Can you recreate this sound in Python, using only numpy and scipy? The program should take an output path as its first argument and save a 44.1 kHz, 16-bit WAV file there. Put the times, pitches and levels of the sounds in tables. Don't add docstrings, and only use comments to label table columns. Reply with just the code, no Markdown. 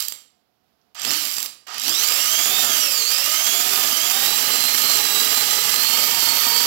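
import sys
import numpy as np
from scipy import signal
from scipy.fft import rfft, irfft
from scipy.io import wavfile
from scipy.ndimage import uniform_filter1d

SR = 44100
rng = np.random.default_rng(int(sys.argv[2]) if len(sys.argv) > 2 else 0)


def level_to_linear(level):
    exponent = np.asarray(level, float) / 20
    return 10 ** exponent


def to_wav(s):
    ch = np.atleast_2d(s).T
    pcm = np.round(np.clip(ch, -1, 1) * 32767)
    wavfile.write(sys.argv[1], SR, pcm.astype(np.int16))


N = 293706
LEAD = SR // 2
TOP_HZ = 15750

# [f/Hz, level per Hz/dB]
DEAD_INPUT = [(25, -11), (90, -3), (250, -7), (1000, -16), (4000, -25), (9000, -28), (12500, -18),
              (15500, -18)]
# [t/s, level/dB]
DEAD_LEVEL = [(0, -76), (.35, -80), (.9, -80), (1.1, -77.5), (1.9, -77.5), (2.4, -81), (6.66, -81.5)]

# [f/Hz, level per Hz/dB]
AIR = [(35, -37), (60, -5), (231, -3.5), (613, -7), (721, 1.5), (810, -7), (1350, -9), (1870, -13.5),
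       (5080, -14), (9080, -30.5), (11700, -19), (15500, -21)]
AIR_DB = -71.5
# [f/Hz, width/Hz, level/dB]
HUM = [(222, 40, 2.5), (436, 30, 4), (721, 40, 0.5)]
# [f/Hz, t/s]
ROOM_T60 = [(200, 0.54), (1000, 0.5), (4000, 0.44), (10000, 0.35), (16000, 0.27)]
ROOM_DB = -7

# [start t/s, stop t/s, level lost as it binds/dB]
RUNS = [
    (-1, .14, -22),
    (.95, 1.47, -6),
    (1.668, 7, 0),
]
BIND_S = .14
# [t/s, bar rate asked for f/Hz (0 = let go), lag of the loaded motor t/s]
SQUEEZES = [(0.0, 0, 1.0), (0.943, 3775, 0.418), (1.024, 1635, 0.062), (1.168, 0, 1.0),
            (1.661, 2637, 0.501), (1.786, 1980, 0.088), (1.921, 4720, 0.624), (2.603, 0, 1.0),
            (3.032, 3984, 0.442), (3.618, 3698, 0.244), (3.798, 0, 1.0), (3.967, 4229, 0.225),
            (4.915, 3892, 0.084), (5.194, 4255, 0.22), (5.391, 4056, 0.036), (5.697, 4645, 0.312),
            (6.097, 4331, 0.314), (6.315, 4761, 0.656)]
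COAST_HZ_PER_S, FIRST_HZ, REST_HZ = 3794, 600, 50

# [f/Hz, level per Hz/dB]
HOUSING = [(20, -60), (50, -37), (75, -20.5), (110, -21.5), (240, -15), (500, -17), (760, -11.5),
           (1050, -15.5), (1800, -8), (3100, -3.5), (6600, -5), (8800, -12), (11000, -5.5), (13400, -2.5),
           (16000, -7)]
# [f/Hz, width/Hz, level over the housing/dB]
RINGS = [(429.4, 13.4, 4), (731.4, 23, 1.5), (933.4, 19, 6.5), (1225, 95, 11), (2795, 60, 3),
         (3107, 90, 4.5), (4785, 110, 8), (5720, 310, 4.5), (7450, 30, 17.5), (7600, 29, 16),
         (9660, 150, 1), (11400, 180, 2), (13400, 300, -15)]
# [bar rate f/Hz, level/dB, rumble level/dB, growl level/dB, fan hiss level/dB]
DRIVEN = [(50, -50, -30, 4, -18), (200, -39, -40, -2, -24), (560, -28.5, -27, -10, -16),
          (1200, -24.5, -20, -16, -6), (1900, -23.7, -30, -12, -3), (2900, -23, -29, -12, -3),
          (3500, -22.2, -22.5, -12, -2), (4500, -21.3, -21.5, -12, -3.5)]
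# [bar rate f/Hz, level/dB, rumble level/dB, growl level/dB, fan hiss level/dB]
COASTING = [(300, -30.5, -27, -14, 0.1), (1300, -27.5, -30, -15, -2), (2100, -24.5, -27, -12.5, -1.5),
            (3700, -22.5, -19, -11, -2)]
KNOCKS_PER_BAR, SPOOL_TURNS_PER_BAR = .097, .0047

# [t/s, peak level/dB, body level/dB]
KNOCKS = [(0.0044, -17, -19), (0.0248, -19, -22), (0.0507, -25, -21), (0.0614, -30, -18),
          (0.0832, -19, -26), (0.123, -22, -29), (0.9473, -42, -13), (0.955, -41, -8), (0.9967, -24, -3),
          (1.0178, -21, -29), (1.0315, -24, -15), (1.052, -19, -16), (1.2522, -20, -20), (1.3401, -19, -18),
          (1.3676, -20, -34), (1.3832, -16.5, -27), (1.403, -19, -29), (1.4283, -18, -23),
          (1.46, -22.5, -31), (1.6714, -44, 3), (1.6827, -36, 10), (1.7026, -38, 7), (1.7436, -27, -6),
          (1.7817, -22, -10), (1.7973, -20, -34), (1.8186, -25, -20), (1.8366, -21, -7), (1.8936, -17, -25),
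          (2.0865, -17, -16)]
# [f/Hz, width/Hz, level/dB]
CHUCK_RINGS = [(4770, 25, 13), (7530, 25, 15)]
KNOCK_TREBLE_DB = -3

# (t/s, f/Hz, level/dB)
TRIGGER = (.813, 5000, -52)

# [f/Hz, level/dB]
SONG = [(2000, -54), (2900, -35), (4300, -30.5), (5600, -30), (7700, -36), (8800, -51), (11500, -35.5),
        (13500, -30)]
# [f/Hz, level/dB]
PINION_SONG = [(280, -47), (430, -53), (600, -47), (690, -44), (770, -39), (850, -48), (915, -37),
               (960, -37)]
# [bar rate f/Hz, 1st level/dB, 2nd level/dB, 3rd level/dB, 4th level/dB]
HARMONICS_DB = [(1400, -1.5, -5, -3, -3), (2000, -1.5, -.5, .5, -7), (2600, -.5, .1, -2.5, -7)]
# [t/s, level/dB]
PULL = [(2.6, .1), (2.85, 2), (3.15, 2), (3.6, -1), (3.92, -2.5), (4.2, 1.5), (4.5, -3.5), (4.64, 3),
        (4.88, 2.5), (5.0, -2), (5.15, 2.5), (5.4, -3.5), (5.85, 2), (6.08, -.5), (6.3, 2)]
SONG_FULL_HZ, SONG_ONSET_HZ, POWER_HZ = 1500, 350, 200
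SONG_WANDER_DB, SONG_FADE_DB = 1.0, 4.2
SMEAR_HZ = 3400
PINION_TEETH_PER_BAR = 5 / 24

# [multiple of the bar rate, level over the rattle/dB]
GEAR_LINES = [(0.11, 2.026), (10 / 24, 1), (12 / 24, 3.4), (17 / 24, 1.998)]


def unit(x):
    return x / np.sqrt(np.mean(x ** 2))


def curves(rows, t):
    s, *columns = np.transpose(rows)
    return np.array([np.interp(t, s, column) for column in columns])


def colour_db(hz, points, rings=()):
    f, db = np.transpose(points)
    humps = sum(level_to_linear(2 * top_db) / (1 + ((hz - centre) / (width / 2)) ** 2)
                for centre, width, top_db in rings)
    return np.interp(np.log(hz + 1), np.log(f), db) + 10 * np.log10(1 + humps)


def coloured(x, points, rings=(), size=8192):
    hz = np.arange(size // 2 + 1) * SR / size
    cepstrum = irfft(np.log(level_to_linear(colour_db(hz, points, rings))))
    cepstrum[1:size // 2] *= 2
    cepstrum[size // 2 + 1:] = 0
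    ring = irfft(np.exp(rfft(cepstrum)))
    return signal.fftconvolve(x, unit(ring) / np.sqrt(size))[:len(x)]


def part(x, hz, kind):
    return signal.sosfiltfilt(signal.butter(2, hz, kind, fs=SR, output="sos"), x)


def tilt(x, edges_hz, dbs):
    lows = [0] + [part(x, hz, "low") for hz in edges_hz] + [x]
    return sum((upper - lower) * level_to_linear(db) for lower, upper, db in zip(lows, lows[1:], dbs))


def walk(t, rate):
    k = int(SR / rate)
    steps = np.repeat(rng.standard_normal(len(t) // k + 1), k)
    return unit(uniform_filter1d(uniform_filter1d(steps, k), k)[:len(t)])


def puffs(starts, decay_s):
    return signal.lfilter([1], [1, -np.exp(-1 / (decay_s * SR))], starts)


def dead_input():
    level_db = curves(DEAD_LEVEL, np.arange(N) / SR)[0]
    return level_to_linear(level_db) * coloured(rng.standard_normal(N), DEAD_INPUT)


def quiet_air(t):
    level = level_to_linear(AIR_DB + 5.5 + 1.0 * walk(t, 13))
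    return level * coloured(rng.standard_normal(len(t)), AIR, HUM)


def room(x):
    s = np.arange(SR // 2) / SR
    f, t60s = np.transpose(ROOM_T60)
    tail = 0
    for hz in 125 * 2 ** np.arange(0, 7.1):
        t60 = np.interp(np.log(hz), np.log(f), t60s)
        octave = [hz / np.sqrt(2), min(hz * np.sqrt(2), 21000)]
        tail = tail + part(rng.standard_normal(len(s)), octave, "band") * level_to_linear(-60 * s / t60)
    tail *= np.clip((s - .003) / 0.0091, 0, 1)
    return level_to_linear(ROOM_DB) * signal.fftconvolve(x, tail / np.sqrt(np.sum(tail ** 2)))[:len(x)]


def speed(t):
    hz, driven, now = np.full(len(t), 1. * FIRST_HZ), np.zeros(len(t)), FIRST_HZ
    stops = [row[0] for row in SQUEEZES[1:]] + [t[-1]]
    for (start, asked, lag), stop in zip(SQUEEZES, stops):
        since = np.maximum(np.append(t, stop) - start, 0)
        if asked:
            law = asked + (now - asked) * np.exp(-since / lag)
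        else:
            law = np.maximum(now - COAST_HZ_PER_S * since, REST_HZ)
        hz, now = np.where(t >= start, law[:-1], hz), law[-1]
        driven[t >= start] = bool(asked)
    return hz, uniform_filter1d(driven, SR // 20)


def rattle(t, hz):
    tooth = np.floor(np.cumsum(hz * KNOCKS_PER_BAR * (1 + 0.054 * walk(t, 60))) / SR).astype(int)
    size = level_to_linear(4.2 * np.minimum(rng.exponential(size=tooth[-1] + 1), 3.5) - 5.0)
    starts = np.diff(tooth, prepend=0) * size[tooth] * np.clip((hz - 700) / 300, 0, 1)
    wobble = 1 + 0.043 * np.sin(2 * np.pi * np.cumsum(hz * SPOOL_TURNS_PER_BAR) / SR)
    swell = level_to_linear(.3 * walk(t, 2.3) + 0.33 * walk(t, 18))
    fan = np.clip(hz / 3000, .4, 1)
    shake = (fan + 0.85 * puffs(starts, 0.0018)) * wobble * swell
    shake /= np.sqrt(uniform_filter1d(shake ** 2, SR // 4))
    return coloured(shake * rng.standard_normal(len(t)), HOUSING, RINGS)


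def knocks(t):
    out, s = np.zeros(len(t) + SR), np.arange(SR // 6) / SR
    for start, db, body_db in KNOCKS:
        spit = rng.standard_normal(len(s)) * np.exp(-s / 0.0013)
        blow = coloured(spit, HOUSING, RINGS + CHUCK_RINGS)
        blow = tilt(blow, [3500, 8500], [body_db - 3.5, 0, KNOCK_TREBLE_DB])
        blow /= 20 * np.std(part(blow, [4000, 8500], "band"))
        out[int(start * SR) + LEAD:][:len(s)] += level_to_linear(db + 7.5) * blow
    return out[:len(t)]


def trigger(t):
    s, hz, db = TRIGGER
    scuff = part(rng.standard_normal(len(t)), [.8 * hz, 1.25 * hz], "band")
    return level_to_linear(db) * scuff * (t > s) * np.exp(-np.abs(t - s) / .008)


def tone(t, phase, multiple, db, fade_db, smear=1):
    shudder = (.45 + .3 * multiple) * walk(t, 70) + .6 * walk(t, 300)
    flicker = np.minimum(.7 * walk(t, 25) + .7 * walk(t, 70), .8)
    return np.sqrt(2) * level_to_linear(db + fade_db * flicker) * np.sin(multiple * phase + smear * shudder)


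def song(t, hz, driven, phase, lumps_db):
    smear = np.clip(SMEAR_HZ / hz, .8, 2.2)
    pull_db = curves(PULL, t)[0]
    out = 0
    for k, share_db in enumerate(curves(HARMONICS_DB, hz), 1):
        db = colour_db(k * hz, SONG) + share_db + 5.5 + pull_db + SONG_WANDER_DB * walk(t, 10)
        db = db - 80 * (k * hz > TOP_HZ)
        out = out + tone(t, phase, k, db, SONG_FADE_DB, smear)
    mesh_db = colour_db(PINION_TEETH_PER_BAR * hz, PINION_SONG) + 4.0 + lumps_db + 1.2 * walk(t, 6)
    out = out + tone(t, phase, PINION_TEETH_PER_BAR, mesh_db, fade_db=2.2, smear=.65)
    return out * np.clip(1 + (hz + POWER_HZ * driven - SONG_FULL_HZ) / SONG_ONSET_HZ, 0, 1)


def gear_lines(t, hz, phase):
    grid = np.linspace(0, SR / 2, 4096)
    whole_db = 10 * np.log10(np.sum(level_to_linear(2 * colour_db(grid, HOUSING, RINGS))) * grid[1] / 50)
    out = 0
    for k, over_db in GEAR_LINES:
        db = over_db + colour_db(k * hz, HOUSING, RINGS) - whole_db - 80 * (k * hz > 15600)
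        out = out + tone(t, phase, k, db, fade_db=6.0)
    return out * np.clip(hz / 1200 - 1.5, 0, 1)


def drill(t):
    hz, driven = speed(t)
    phase = 2 * np.pi * np.cumsum(hz) / SR
    levels = driven * curves(DRIVEN, hz) + (1 - driven) * curves(COASTING, hz)
    db, rumble_db, growl_db, hiss_db = levels
    turning = 0
    for start, stop, lost_db in RUNS:
        binding = np.clip(1 - (stop - t) / BIND_S, 0, 1)
        turning = turning + (t > start) * (t < stop) * level_to_linear(lost_db * binding)
    lumps_db = 3 * np.sin(SPOOL_TURNS_PER_BAR * phase) + 1.0 * walk(t, 30)
    shudder_db = .7 * walk(t, 6)
    rumble_db = rumble_db + 25.5 + lumps_db + shudder_db
    growl_db = growl_db + 14 + lumps_db + .6 * shudder_db
    body = rattle(t, hz) + gear_lines(t, hz, phase)
    body = tilt(body, [570, 1550, 8000], [rumble_db, growl_db, 0, hiss_db + 3])
    body *= level_to_linear(db + 6.5 + .45 * walk(t, 14)) * uniform_filter1d(turning, SR // 300)
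    return body + knocks(t) + trigger(t) + song(t, hz, driven, phase, lumps_db)


def scene():
    t = np.arange(-LEAD, N) / SR
    near = drill(t)
    right = (near + room(near) + quiet_air(t))[LEAD:]
    return np.array([0 * right, right])


def low_pass(x):
    return signal.sosfilt(signal.butter(12, 17090, fs=SR, output="sos"), x)


def record(dry):
    right = np.tanh(.9 * dry[1]) / .9
    top = signal.ellip(10, .2, 70, TOP_HZ, fs=SR, output="sos")
    mix = signal.sosfilt(top, [dead_input(), right])
    return low_pass(mix)


dry = scene()
out = record(dry)
to_wav(out)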